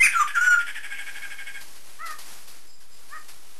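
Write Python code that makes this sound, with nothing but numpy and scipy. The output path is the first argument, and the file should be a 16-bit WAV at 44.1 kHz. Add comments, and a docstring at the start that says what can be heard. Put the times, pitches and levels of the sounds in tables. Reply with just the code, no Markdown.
"""In a planted aviary, a laughingthrush gives a harsh squawk and two loud sliding whistles.
A second bird's fast dry chatter runs under the whistles and on alone; two soft nasal mews and thin
peeps follow. Each call is syrinx harmonics and rasp, shaped by the throat. Roof and walls throw
the calls back, over a bright, uneven rustling hiss and a low room tone."""
import sys
import numpy as np
from scipy import signal
from scipy.fft import rfft, irfft, next_fast_len
from scipy.io import wavfile
from scipy.ndimage import uniform_filter1d, minimum_filter1d

SR = 44100
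rng = np.random.default_rng(int(sys.argv[2]) if len(sys.argv) > 2 else 0)


def to_wav(sig):
    """Store sig (one row per channel, or 1-D mono) as 16-bit WAV at the path in sys.argv[1].

    Samples outside -1..1 are clipped; the rate is SR.
    """
    pcm = np.clip(np.atleast_2d(sig), -1, 1) * 32767
    pcm = np.round(pcm).astype(np.int16)
    wavfile.write(sys.argv[1], SR, pcm.T)  # frames by channels


N = 158319

# EQ of the room tone, the hiss and the rustles: f/Hz, gain/dB
ROOM_TONE_EQ = [(25, 4.5), (60, 2), (150, -5.5), (350, -7.5), (1000, -10), (3000, -19), (12800, -20)]
HISS_EQ = [(60, -25), (120, -10.5), (320, -4.5), (480, -5), (1100, -3.5), (2400, -4), (3600, -5.5),
           (4800, -4), (6000, -5), (8500, -6.5), (11500, -5), (12800, -8)]
RUSTLE_EQ = [(100, -16), (400, -11.5), (1100, -4), (2400, -4), (3600, -5.5), (4700, 0), (6000, -5),
             (8500, -6.5), (11500, -3.5), (12800, -8)]
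# fader ride of the hiss: t/s, level/dB
HISS_RIDE = [(0, -49), (.85, -51.5), (1.0, -48), (1.2, -45.5), (1.45, -49.5), (1.7, -46.5), (1.82, -50),
             (1.9, -46.5), (2.02, -51), (2.2, -49), (2.3, -42), (2.42, -47), (2.46, -50), (2.56, -49.5),
             (2.76, -59), (2.88, -57.5), (2.96, -51.5), (3.15, -51), (3.59, -50.5)]
# rustles flaring out of the hiss: t/s, level/dB, 60 dB decay/s
RUSTLES = [(1.605, -42.5, 0.18), (1.75, -48, 0.15), (2.054, -39, 0.3), (2.1, -42, 0.15), (2.182, -40, 0.33),
           (2.47, -44, .5), (2.801, -52, 0.4), (3.08, -50, 0.3), (3.279, -43, 0.27)]

# squawk and whistle gestures: t/s, f/Hz, level/dB, roughness/0-1, high overtones/dB
SQUAWK = [(0.0, 1034, -29, 0.06, -4), (.008, 1037, -16.5, 0.1, -5), (.02, 1042, -11, 0.11, -9.5),
          (.025, 1151, -19, 0.05, 1), (.032, 1278, -12, 0.15, -3), (.044, 1234, -15.5, 0.34, 6),
          (.056, 1181, -14, 0.25, 5), (.064, 1110, -14.5, 0.4, -2.5), (.073, 737, -19.5, 0.42, -4),
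          (.08, 680, -35.5, .4, -1.5)]
WHISTLES = [
    [(.122, 1684, -41, 0.25, -6), (.14, 1517, -29, 0.02, -5), (.152, 1393, -24, .1, 0.5),
     (.156, 1371, -19, 0.07, -1.5), (.173, 1368, -17.5, 0.03, -1.5), (.179, 1358, -28, 0.2, 10.5),
     (.192, 1289, -27.5, .15, 7.5), (.199, 1213, -17, .1, -0.5), (.226, 1195, -15.5, .06, 0.5),
     (.231, 1076, -30, 0.2, 1), (.245, 842, -42.5, 0, -5)],
    [(.338, 1736, -37, 0, -3.5), (.354, 1598, -27, 0.3, -2), (.366, 1426, -22, 0.2, -11),
     (.378, 1389, -15.5, 0, -8), (.402, 1376, -29, 0.06, 6), (.413, 1441, -17.5, 0.1, -2),
     (.446, 1487, -23.5, 0.21, 3.5), (.48, 1459, -15.5, 0.04, 1), (.491, 1455, -25, .08, 6),
     (.498, 1430, -37.5, 0, 15.5), (.508, 1445, -15.5, .05, 4), (.548, 1422, -11.5, 0.01, -9),
     (.555, 1409, -26.5, 0, 0.5), (.562, 1403, -16.5, 0, -7.5), (.571, 1405, -29.5, .05, -1),
     (.596, 1416, -25.5, 0.14, -11), (.606, 1400, -53, .1, -12)],
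]
# chatter notes: t/s, level/dB, roughness/0-1, f/Hz
CHATTER = [(.115, -31.5, 0.95, 843), (.194, -33, 1, 848), (.27, -31.5, 0.96, 851), (.349, -30.5, 0.8, 848),
           (.431, -31.5, 0.8, 853), (.513, -32, 0.53, 851), (.588, -31.5, 0.83, 850.2),
           (.664, -32, 0.84, 850), (0.744, -32, .75, 858), (0.828, -33, .7, 829.9),
           (.901, -32.5, 0.46, 810.5), (.98, -33.5, 0.56, 817), (1.061, -35, 0.64, 822),
           (1.143, -35.5, 0.65, 813), (1.217, -34, 0.48, 812), (1.299, -36, 0.54, 811),
           (1.381, -35.5, 0.59, 812), (1.462, -35.5, 0.53, 810), (1.542, -34.5, 0.47, 810)]
# envelopes of the two blips in a chatter note: t/s from its onset, level/dB
BLIPS = [
    [(0, -11.5), (.007, -1.5), (.018, -1.5), (.032, -14.5)],
    [(.013, -12), (.023, -1.5), (.038, -2), (.047, -9.5), (.056, -23.5)],
]
# buzz and mew gestures: t/s, f/Hz, level/dB, roughness/0-1
BUZZ = [(.938, 1403, -50, 0.91), (.948, 1353, -41, .8), (.968, 1239, -41, 1), (.982, 1174, -39, 0.9)]
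MEWS = [
    [(1.988, 566.4, -51, 0.2), (2.012, 627, -37, 0.21), (2.03, 670, -35.5, .1), (2.06, 660.3, -35.5, .2),
     (2.085, 633, -38, 0.22), (2.112, 616.6, -37, 0.17), (2.135, 607.4, -41.5, 0.42), (2.15, 560, -48, 0.2)],
    [(3.098, 513, -61, 0.3), (3.12, 567, -45, 0.1), (3.138, 609, -38, 0.24), (3.155, 647, -42, 0.4),
     (3.172, 616, -36.5, 0.36), (3.195, 590, -53, .3)],
]
# peeps: t/s, length/s, f/Hz, level/dB
PEEPS = [(2.666, 0.13, 2520, -59.5), (2.904, .11, 2503, -58.5), (3.112, 0.113, 2513, -60)]

# throat EQ on each call's harmonics and on its rasp (one for both in the buzz): f/Hz, gain/dB
SQUAWK_THROAT = [(700, -32.5), (1150, -35.5), (1500, -4), (2050, 0.5), (2550, -1.5), (3100, -22.5),
                 (4000, -37.5), (5100, -20), (6300, -22.5), (8200, -34), (9300, -11.5), (9900, -16.5),
                 (10600, -33), (12800, -28)]
SQUAWK_RASP = [(100, -22), (600, -34), (900, -28), (1600, -4.5), (2400, -9), (2900, -27), (4000, -24.5),
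               (6300, -14), (8000, -23), (9500, -13), (10600, -23), (12800, -27.5)]
CHATTER_THROAT = [(800, -20.5), (1150, -34), (1600, 0), (2230, -2.5), (2500, -17), (3250, -15),
                  (3900, -48.5), (5200, -28), (6500, -41), (8200, -17), (9100, -35), (10200, -34),
                  (12800, -50)]
CHATTER_RASP = [(150, -56), (550, -27), (850, -21), (1150, -19.5), (1650, 2), (2000, -4.5), (2400, -5),
                (2750, -9.5), (3350, -7.5), (3900, -31.5), (5200, -18.5), (6500, -30), (7500, -28),
                (8200, -16.5), (9100, -26.5), (10400, -20), (12800, -31)]
WHISTLE_THROAT = [(850, -6), (1200, -0.5), (1700, 0), (2400, -48), (2900, -27.5), (4200, -37), (5000, -52),
                  (5850, -24.5), (7200, -22.5), (8500, -35.5), (9700, -42), (11600, -37.5), (12800, -35)]
WHISTLE_RASP = [(150, -34), (350, -23), (700, -27), (1400, 13), (3000, -4), (3900, -20), (6000, 0),
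                (7200, -2.5), (8600, -3.5), (9600, -13), (11600, -10), (12800, -10)]
BUZZ_EQ = [(1200, -35), (1900, -10), (2200, -1), (2700, -4), (3100, -12), (3800, -32), (12000, -40)]
MEW_THROAT = [(600, -25.5), (1220, -0.5), (1900, -4), (2550, -22), (3300, -32.5), (6000, -38.5),
              (12000, -46)]
MEW_RASP = [(150, -45), (600, -20), (1500, 6), (2100, -5), (3200, -19), (12000, -31)]
PEEP_THROAT = [(2500, -26), (5000, 0), (7500, -1), (10000, -23.5)]
PEEP_RASP = [(1000, -51), (4200, -24), (5000, -1), (5700, -24), (6800, -24), (7500, -4.5), (8200, -31),
             (12000, -33)]

# early reflections off roof and walls: delay/s, gain
ECHOES = [(.0095, 0.27), (0.0189, -0.2), (.028, 0.17), (.042, 0.2), (.071, 0.1)]
# reverb time of the aviary: f/Hz, 60 dB decay/s
REVERB_T60 = [(300, 0.33), (1400, 0.28), (2500, 0.6), (7000, 0.22), (12000, 0.25)]

OVERTONES_FROM_HZ, HIGH_CUT_HZ = 3600, 12760


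def amp(db):
    """Decibels to gain."""
    return 10 ** (np.asarray(db) / 20)


def read(points, hz):
    """Reads a curve on a log-frequency axis."""
    f, value = np.transpose(points)
    return np.interp(np.log(hz + 1), np.log(f + 1), value)


def add(mix, start_s, sound):
    """Drops a sound into the mix."""
    part = mix[max(round(start_s * SR), 0):][:len(sound)]
    part += sound[:len(part)]


def white(size):
    """White noise."""
    return rng.standard_normal(max(size, SR // 2))[:size]


def wander(step_s, size):
    """Random modulation that glides to a new value every step."""
    return np.interp(np.arange(size) / SR / step_s, np.arange(size), white(size))


def coloured(x, eq):
    """Runs a signal through an EQ curve and sets it to rms 1."""
    size = next_fast_len(len(x), True)
    bins = rfft(x, size)
    hz = np.arange(len(bins)) * SR / size
    shaped = irfft(bins * amp(read(eq, hz)), size)[:len(x)]
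    return shaped / np.sqrt(np.mean(shaped ** 2) + 1e-20)


def room_tone():
    """The low, steady background of the house."""
    return amp(-62.5) * coloured(white(N), ROOM_TONE_EQ)


def rustling_hiss():
    """A grainy, bright noise bed that drifts in level, with short brighter rustles on top."""
    attack_s, hold_s, grain_db, grain_s = .0074, .019, .97, .0033
    t = np.arange(N) / SR
    bed = amp(np.interp(t, *np.transpose(HISS_RIDE))) * coloured(white(N), HISS_EQ)
    flare_power = np.zeros(N)
    for start, level_db, t60 in RUSTLES:
        attack = np.clip((t - start) / attack_s, 0, 1)
        decay = np.exp(-np.log(1000) * np.maximum(t - start - hold_s, 0) / t60)
        flare_power += (amp(level_db) * attack * decay) ** 2
    rustles = np.sqrt(flare_power) * coloured(white(N), RUSTLE_EQ)
    return (bed + rustles) * amp(grain_db * wander(grain_s, N))


def syrinx(gesture, throat, rasp, jitter=.03, jitter_s=.001, rasp_db=0, flutter_db=3):
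    """One call on its own track: throat-shaped harmonics; roughness shakes them and adds pulsed rasp."""
    flutter_s, fade_s = .006, .002
    times, *columns = np.transpose(gesture)
    t = np.arange(times[0], times[-1], 1 / SR)
    hz, level_db, rough, *optional = (np.interp(t, times, c) for c in columns)
    overtones_db = optional[0] if optional else 0
    level_db = level_db + flutter_db * np.sqrt(rough) * wander(flutter_s, len(t))
    shaken_hz = hz * (1 + jitter * np.sqrt(rough) * wander(jitter_s, len(t)))
    phase = 2 * np.pi * np.cumsum(shaken_hz) / SR
    harmonic = np.arange(1, 17)[:, None]
    harmonic_hz = harmonic * hz
    shelf_db = overtones_db * (harmonic_hz > OVERTONES_FROM_HZ)
    gains = amp(read(throat, harmonic_hz) + shelf_db) * (harmonic_hz < HIGH_CUT_HZ)
    tone = np.sqrt(2) * (gains * np.sin(harmonic * phase)).sum(0)
    puffs = coloured(white(len(t)) * (1 + .5 * np.cos(phase)), rasp)  # one puff per cycle
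    blend = np.sqrt(1 - rough ** 2) * tone + amp(rasp_db) * rough * puffs
    fade = np.clip(np.minimum(t - t[0], t[-1] - t) / fade_s, 0, 1)
    track = np.zeros(N)
    add(track, times[0], fade * amp(level_db) * blend)
    return track


def squawk():
    """A harsh burst that lifts, then drops in pitch; the throat favours its second harmonic."""
    return syrinx(SQUAWK, SQUAWK_THROAT, SQUAWK_RASP,
                  jitter=.019, jitter_s=.0007, rasp_db=-1, flutter_db=0)


def chatter():
    """The second bird: about twelve high-low pairs of sagging blips a second, raspy, then clearer."""
    pitch_ratios, sag_per_s = (1.37, 1.01), .7
    out = np.zeros(N)
    for start, level_db, rough, hz in CHATTER:
        for blip, ratio in zip(BLIPS, pitch_ratios):
            onset = blip[0][0]
            gesture = [(start + s, hz * ratio * (1 - sag_per_s * (s - onset)), level_db + db, rough)
                       for s, db in blip]
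            out += syrinx(gesture, CHATTER_THROAT, CHATTER_RASP,
                          jitter=.018, rasp_db=-.5, flutter_db=2.5)
    return out


def whistles():
    """Two loud slides carried by the fundamental: the first falls away, the second levels off."""
    return sum(syrinx(gesture, WHISTLE_THROAT, WHISTLE_RASP,
                      jitter=.042, jitter_s=.00075, rasp_db=2, flutter_db=5) for gesture in WHISTLES)


def buzz():
    """One short falling buzz inside the chatter, mostly rasp."""
    return syrinx(BUZZ, BUZZ_EQ, BUZZ_EQ)


def mews():
    """Two soft arches of pitch; harmonics two and three make them nasal."""
    return sum(syrinx(gesture, MEW_THROAT, MEW_RASP,
                      jitter=.045, jitter_s=.0012, rasp_db=-1.5, flutter_db=3.5) for gesture in MEWS)


def peeps():
    """Three thin, breathy high notes that swell and fade as their pitch sags."""
    sag, swell_db, rough = .0396, 6, .86
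    out = np.zeros(N)
    for start, length, hz, level_db in PEEPS:
        gesture = [(start + u * length, hz * (1 - sag * u ** 2),
                    level_db - swell_db * (2 * u - 1) ** 2, rough) for u in np.linspace(0, 1, 10)]
        out += syrinx(gesture, PEEP_THROAT, PEEP_RASP,
                      jitter=.022, jitter_s=.0015, rasp_db=1.5, flutter_db=2.5)
    return out


def aviary(calls):
    """Direct sound, early reflections off roof and walls, and a short diffuse tail."""
    predelay_s, wet_db = .008, -13
    out = calls.copy()
    for delay, gain in ECHOES:
        add(out, delay, gain * calls)
    hz, t, noise = signal.stft(white(SR), SR, nperseg=256)
    decay = np.exp(-np.log(1000) * t / read(REVERB_T60, hz)[:, None])
    tail = signal.istft(noise * decay, SR)[1]
    add(out, predelay_s, amp(wet_db) * signal.fftconvolve(calls, tail / np.linalg.norm(tail)))
    return out


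def scene():
    """Two birds, one whistling and one chattering, in the aviary's reverb, over hiss and room tone."""
    calls = squawk() + whistles() + chatter() + buzz() + mews() + peeps()
    return (aviary(calls) + rustling_hiss() + room_tone())[None]


def record(dry):
    """Master chain: a fast peak limiter, a steep high cut and a small DC offset."""
    ceiling, window_samples, dc_offset = .42, 130, -.0269
    safe_gain = np.minimum(1, ceiling / (abs(dry) + 1e-9))
    limited = dry * uniform_filter1d(minimum_filter1d(safe_gain, window_samples), window_samples)
    high_cut = signal.firwin(611, HIGH_CUT_HZ, window=("kaiser", 9), fs=SR)
    return dc_offset + signal.oaconvolve(limited, high_cut[None], "same")


dry = scene()
out = record(dry)
to_wav(out)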